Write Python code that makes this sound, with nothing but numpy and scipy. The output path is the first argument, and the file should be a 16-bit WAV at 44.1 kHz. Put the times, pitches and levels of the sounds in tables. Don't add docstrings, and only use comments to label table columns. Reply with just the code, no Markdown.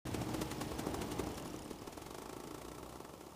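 import sys
import numpy as np
from scipy import signal
from scipy.fft import rfft, irfft
from scipy.io import wavfile

SR = 44100
rng = np.random.default_rng(int(sys.argv[2]) if len(sys.argv) > 2 else 0)


def file_out(sig):
    cols = np.atleast_2d(sig).T
    lim = np.clip(cols, -1, 1)
    pcm = np.round(lim * 32767).astype(np.int16)
    wavfile.write(sys.argv[1], SR, pcm)


N = 147735
TIME = np.arange(N) / SR


def undb(db):
    return 10 ** (np.asarray(db) / 20)


def curve(rows, at=TIME):
    return np.interp(at, *np.array(rows).T)


def unit(x):
    return x / np.sqrt(np.mean(x ** 2))


def response(colour, size=4096):
    hz, db = np.array(colour).T
    grid_hz = np.maximum(np.arange(size // 2 + 1) * SR / size, 1)
    gain = undb(np.interp(np.log(grid_hz), np.log(hz), db))
    cepstrum = irfft(np.log(gain))
    cepstrum[1:size // 2] *= 2
    cepstrum[size // 2 + 1:] = 0
    h = irfft(np.exp(rfft(cepstrum)))
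    return h / np.linalg.norm(h)


def through(x, h):
    return signal.fftconvolve(x, h)[:N]


def noise(colour):
    return unit(through(rng.standard_normal(N), response(colour)))


def walk(rate_hz):
    hz = np.arange(N // 2 + 1) * SR / N
    spectrum = rfft(rng.standard_normal(N)) * np.exp(-(hz / rate_hz) ** 2)
    return unit(irfft(spectrum, N))


def bursts(times, dbs, rises, decays, colour):
    power = np.zeros(N)
    for t, db, rise, decay in np.broadcast(times, dbs, rises, decays):
        near = slice(*np.searchsorted(TIME, [t - .03, t + .07]))
        age = TIME[near] - t
        envelope = undb(db) * np.exp(np.minimum(age / rise, -age / decay))
        power[near] += envelope ** 2
    return through(np.sqrt(power) * rng.standard_normal(N), response(colour))


# (time [s], speed [turns/s])
CRANK_SPEED = [(0, 41), (1.1, 40), (1.65, 34.5), (2.17, 54), (2.55, 56.5), (2.8, 62.5), (3.35, 71)]
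IDLE_HZ = 40


def crank_turns():
    free = np.cumsum(curve(CRANK_SPEED)) / SR
    at_firing = np.interp([row[0] for row in FIRINGS], TIME, free)
    steps = np.maximum(np.round(np.diff(at_firing)), 1)
    whole = np.append(0, np.cumsum(steps))
    return free + np.interp(free, at_firing, whole - at_firing)


def idling(times):
    return np.clip(1 - (curve(CRANK_SPEED, times) - IDLE_HZ) / 10, 0, 1)


# (time [s], puff level before trims [dB], rasp level before trim [dB])
FIRINGS = [(0.073, -57, -48), (0.147, -34.5, -44), (0.219, -35, -48), (0.294, -36, -56),
           (0.346, -32, -44.5), (0.419, -31.5, -40.5), (0.517, -33.5, -43.5), (0.616, -34, -43),
           (0.719, -35.5, -53.5), (0.795, -35, -43), (0.87, -33, -50), (0.946, -33.5, -45),
           (1.02, -36, -43.5), (1.12, -37, -44.5), (1.197, -31, -44.5), (1.272, -36.5, -54),
           (1.381, -38, -47.5), (1.459, -37, -54), (1.543, -41.5, -59), (1.661, -43, -73),
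           (1.712, -37, -52), (1.822, -43, -58), (1.877, -36.5, -52), (1.9291, -46.5, -52),
           (1.9776, -40.5, -51.5), (2.0213, -42.5, -50.5), (2.0659, -46.5, -51), (2.109, -44, -52.5),
           (2.1477, -42.5, -51), (2.1851, -41, -52), (2.2222, -41.5, -51.5), (2.2595, -41.5, -53.5),
           (2.2959, -42, -51.5), (2.3312, -42, -52), (2.3673, -43, -54), (2.4029, -43.5, -53.5),
           (2.4393, -44, -54), (2.4751, -44, -53), (2.5115, -44.5, -53.5), (2.5472, -42, -51.5),
           (2.5827, -46.5, -54.5), (2.6173, -49, -52.5), (2.6517, -44, -54), (2.6854, -44.5, -54),
           (2.7186, -46.5, -54.5), (2.7512, -50.5, -55), (2.7843, -44.5, -53.5), (2.8321, -44, -55.5),
           (2.8639, -48.5, -57.5), (2.896, -51, -56), (2.9278, -49.5, -57), (2.959, -44, -56.5),
           (3.0047, -43, -56), (3.0505, -47, -55), (3.095, -47, -59.5), (3.1394, -45.5, -58.5),
           (3.211, -47, -57.5), (3.2415, -55, -66), (3.2681, -50, -60), (3.2961, -52, -70),
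           (3.3238, -49.5, -79)]
# (frequency [Hz], relative density [dB per Hz])
PUFF_COLOUR = [(40, -47), (150, -1.5), (270, 3.5), (400, 3.5), (620, -4), (850, -12), (1200, -6),
               (1500, -41), (2200, -36), (5000, -21), (10000, -34)]
# (frequency [Hz], t60 [s], level [dB])
SILENCER_MODES = [(466, .04, -13.5), (883, 0.065, -3), (1115, 0.043, -10.5), (1320, 0.083, -10.5)]
# (time [s], frequency [Hz])
PIPE_PITCH = [(1.95, 310), (2.25, 378), (2.4, 358), (2.55, 305)]
PUFF_GAP_S, FIRST_PUFF_DB, PUFF_SCATTER_DB = 0.002856, -10.5, 3
PUFF_DB, IDLE_PUFF_DB = -5, -6
PIPE_T60_S, PIPE_DB = 0.13, -4.5


def exhaust():
    times, puff_db, _ = np.array(FIRINGS).T
    scatter = undb(PUFF_SCATTER_DB * rng.standard_normal(len(times)))
    size = undb(puff_db + PUFF_DB + IDLE_PUFF_DB * idling(times)) * np.sqrt(.005 * SR)
    second = np.clip((times * SR).astype(int), 0, N - 1)
    first = np.clip(((times - PUFF_GAP_S) * SR).astype(int), 0, N - 1)
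    puffs = np.zeros(N)
    puffs[second] += size
    puffs[first] += size * scatter * undb(FIRST_PUFF_DB)

    age = TIME[:SR // 5]
    ring = 0
    for hz, t60_s, db in SILENCER_MODES:
        mode = np.sin(2 * np.pi * hz * age) * np.exp(-np.log(1000) * age / t60_s)
        ring = ring + undb(db) * mode / np.linalg.norm(mode)

    angle = 2 * np.pi * np.cumsum(curve(PIPE_PITCH)) / SR
    fade = np.exp(-np.log(1000) * age / PIPE_T60_S)
    stored = through(puffs * np.exp(-1j * angle), fade / np.linalg.norm(fade))
    pipe = (np.exp(1j * angle) * stored).real
    return through(puffs, response(PUFF_COLOUR)) + through(puffs, ring) + undb(PIPE_DB) * pipe


GUSH_DB, GUSH_RISE_S, GUSH_DECAY_S = -3.5, 0.0023, 0.0074


def gush():
    times, dbs, _ = np.array(FIRINGS).T
    rush = bursts(times - PUFF_GAP_S, dbs + GUSH_DB, GUSH_RISE_S, GUSH_DECAY_S, PUFF_COLOUR)
    return idling(TIME) * rush


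# (frequency [Hz], relative density [dB per Hz])
RASP_COLOUR = [(200, 5.5), (600, 8.5), (1100, 1), (2000, 1), (4000, -3), (6200, -3), (9000, -4),
               (11500, -8.5), (15500, -13.5)]
RASP_DB, RASP_LEAD_S = 3.5, 0.0017
RASP_RISE_S, RASP_DECAY_S = .0024, 0.01
IDLE_RISE_S, IDLE_DECAY_S = .0045, .0095


def rasp():
    times, _, dbs = np.array(FIRINGS).T
    lazy = idling(times)
    rise_s = RASP_RISE_S + lazy * (IDLE_RISE_S - RASP_RISE_S)
    decay_s = RASP_DECAY_S + lazy * (IDLE_DECAY_S - RASP_DECAY_S)
    return bursts(times - RASP_LEAD_S, dbs + RASP_DB, rise_s, decay_s, RASP_COLOUR)


# (time [s], level [dB])
TICK_LEVEL = [(0, -59), (1.0, -56), (1.25, -52), (1.62, -50.5), (1.9, -62), (2.1, -68), (2.6, -66),
              (3.35, -61)]
# (frequency [Hz], relative density [dB per Hz])
TICK_COLOUR = [(1900, -22), (2900, 6), (4400, -23), (5200, 3.5), (5900, -4.5), (6400, -1), (7100, 1),
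               (8000, -5.5), (9700, -2), (10400, -2), (10900, -7.5), (15500, -15.5)]
TICK_LEAD_TURNS, TICK_SCATTER_DB = .31, 1.2
TICK_RISE_S, TICK_DECAY_S = .0018, .003


def piston(turns):
    ticks = np.flatnonzero(np.diff(np.floor(turns + TICK_LEAD_TURNS)) > 0)
    dbs = curve(TICK_LEVEL, TIME[ticks]) + TICK_SCATTER_DB * rng.standard_normal(len(ticks))
    return bursts(TIME[ticks], dbs, TICK_RISE_S, TICK_DECAY_S, TICK_COLOUR)


# (time [s], level [dB])
CHURN_LEVEL = [(0, -61), (1.7, -57), (2.3, -54), (2.8, -53), (3.35, -55.5)]
# (frequency [Hz], relative density [dB per Hz])
CHURN_COLOUR = [(35, -38), (80, -7), (200, -5), (330, -0.5), (450, -4), (560, -5.5), (850, -7), (1320, -12),
                (1520, -32.5), (9000, -30.5)]
# (multiple of crank speed [ratio], level relative to churn [dB])
HUM = [(1, -9.5), (2, -15.5), (2.52, -11.5), (6, -22)]
CHURN_DEPTH = 0.21


def running(turns, waver_db=2):
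    churn = noise(CHURN_COLOUR) * (1 + CHURN_DEPTH * np.cos(2 * np.pi * turns))
    hum = 0
    for multiple, db in HUM:
        tone = np.sqrt(2) * np.sin(2 * np.pi * multiple * turns)
        hum = hum + undb(db + waver_db * walk(14.0)) * tone
    return (churn + hum) * undb(curve(CHURN_LEVEL))


# (frequency [Hz], peak level [dB])
FITTINGS = [(5600, -47), (9200, -49.5)]
CHINK_S, SHAKING_ENDS_S = 0.00068, 1.8


def fittings(count=15, scatter_db=3, detune=0.096):
    out = np.zeros(N)
    for hz, db in FITTINGS:
        for when, size, pitch in rng.uniform(-1, 1, (count, 3)):
            age = TIME - SHAKING_ENDS_S * (when + 1) / 2
            near = np.abs(age) < 10 * CHINK_S
            tone = np.sin(2 * np.pi * hz * (1 + detune * pitch) * age[near])
            envelope = np.exp(-(age[near] / CHINK_S) ** 2)
            out[near] += undb(db + scatter_db * size) * envelope * tone
    return out


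SLOWING_PER_S = .025


def wavering(hz, width_hz, waver_db=2):
    pitch_hz = hz * (1 - SLOWING_PER_S * TIME) + width_hz / 2 * walk(25.2)
    angle = 2 * np.pi * np.cumsum(pitch_hz) / SR
    return undb(waver_db * walk(29)) * np.sin(angle)


# (time [s], level [dB])
WIND_LEVEL = [(0, -44), (1.0, -44), (1.3, -44.5), (1.5, -49), (1.7, -53.5), (2.5, -60), (3.35, -74)]
# (frequency [Hz], relative density [dB per Hz])
WIND_COLOUR = [(15, -43), (30, -24), (60, 2), (125, -0.5), (200, -1), (380, -3), (560, -8.5), (880, -9.5),
               (1400, -20.5), (4000, -39), (12000, -84)]
# (frequency at start [Hz], width [Hz], level relative to wind [dB])
WHISTLES = [(315, 11.4, -3.5), (832, 46.3, -14)]
GUST_DB = .8
BOOM_HZ, BOOM_DB, BOOM_FADE_DB_PER_S = 122.8, -42, 20


def wind():
    air = noise(WIND_COLOUR) * undb(GUST_DB * walk(7.0))
    lines = sum(undb(db) * wavering(hz, width_hz) for hz, width_hz, db in WHISTLES)
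    boom = wavering(BOOM_HZ, 10.8) * undb(BOOM_DB - BOOM_FADE_DB_PER_S * TIME)
    return (air + lines) * undb(curve(WIND_LEVEL)) + boom


# (time [s], level [dB])
HISS_LEVEL = [(0, -54.5), (1.1, -55), (1.35, -57), (1.65, -61.5), (2.6, -65), (3.35, -67)]
# (frequency [Hz], relative density [dB per Hz])
HISS_COLOUR = [(500, -8.5), (1500, 4.5), (2400, 4), (3500, 3), (9000, -4), (11500, -8.5), (15500, -6)]
FLUTTER_DB = 1


def hiss():
    return noise(HISS_COLOUR) * undb(curve(HISS_LEVEL) + FLUTTER_DB * walk(86))


# (frequency [Hz], relative density [dB per Hz])
SIDE_BRIGHT_COLOUR = [(500, 4), (3000, -3.5), (15500, 2.5)]
SIDE_LOW_DB, SIDE_BRIGHT_DB = -31.5, -18


def side_noise():
    low = undb(SIDE_LOW_DB + curve(WIND_LEVEL)) * noise(WIND_COLOUR)
    bright = undb(SIDE_BRIGHT_DB + curve(HISS_LEVEL)) * noise(SIDE_BRIGHT_COLOUR)
    return low + bright


def scene():
    turns = crank_turns()
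    engine = exhaust() + gush() + rasp() + piston(turns) + running(turns) + fittings()
    centre = engine + wind() + hiss()
    return centre + side_noise() * np.array([[1], [-1]])


START_S, TOP_HZ = .052, 15350


def record(dry):
    opened = np.clip((TIME - START_S) / .002, 0, 1)
    low_pass = signal.ellip(10, .2, 70, TOP_HZ, fs=SR, output="sos")
    return signal.sosfilt(low_pass, dry * opened)


dry = scene()
out = record(dry)
file_out(out)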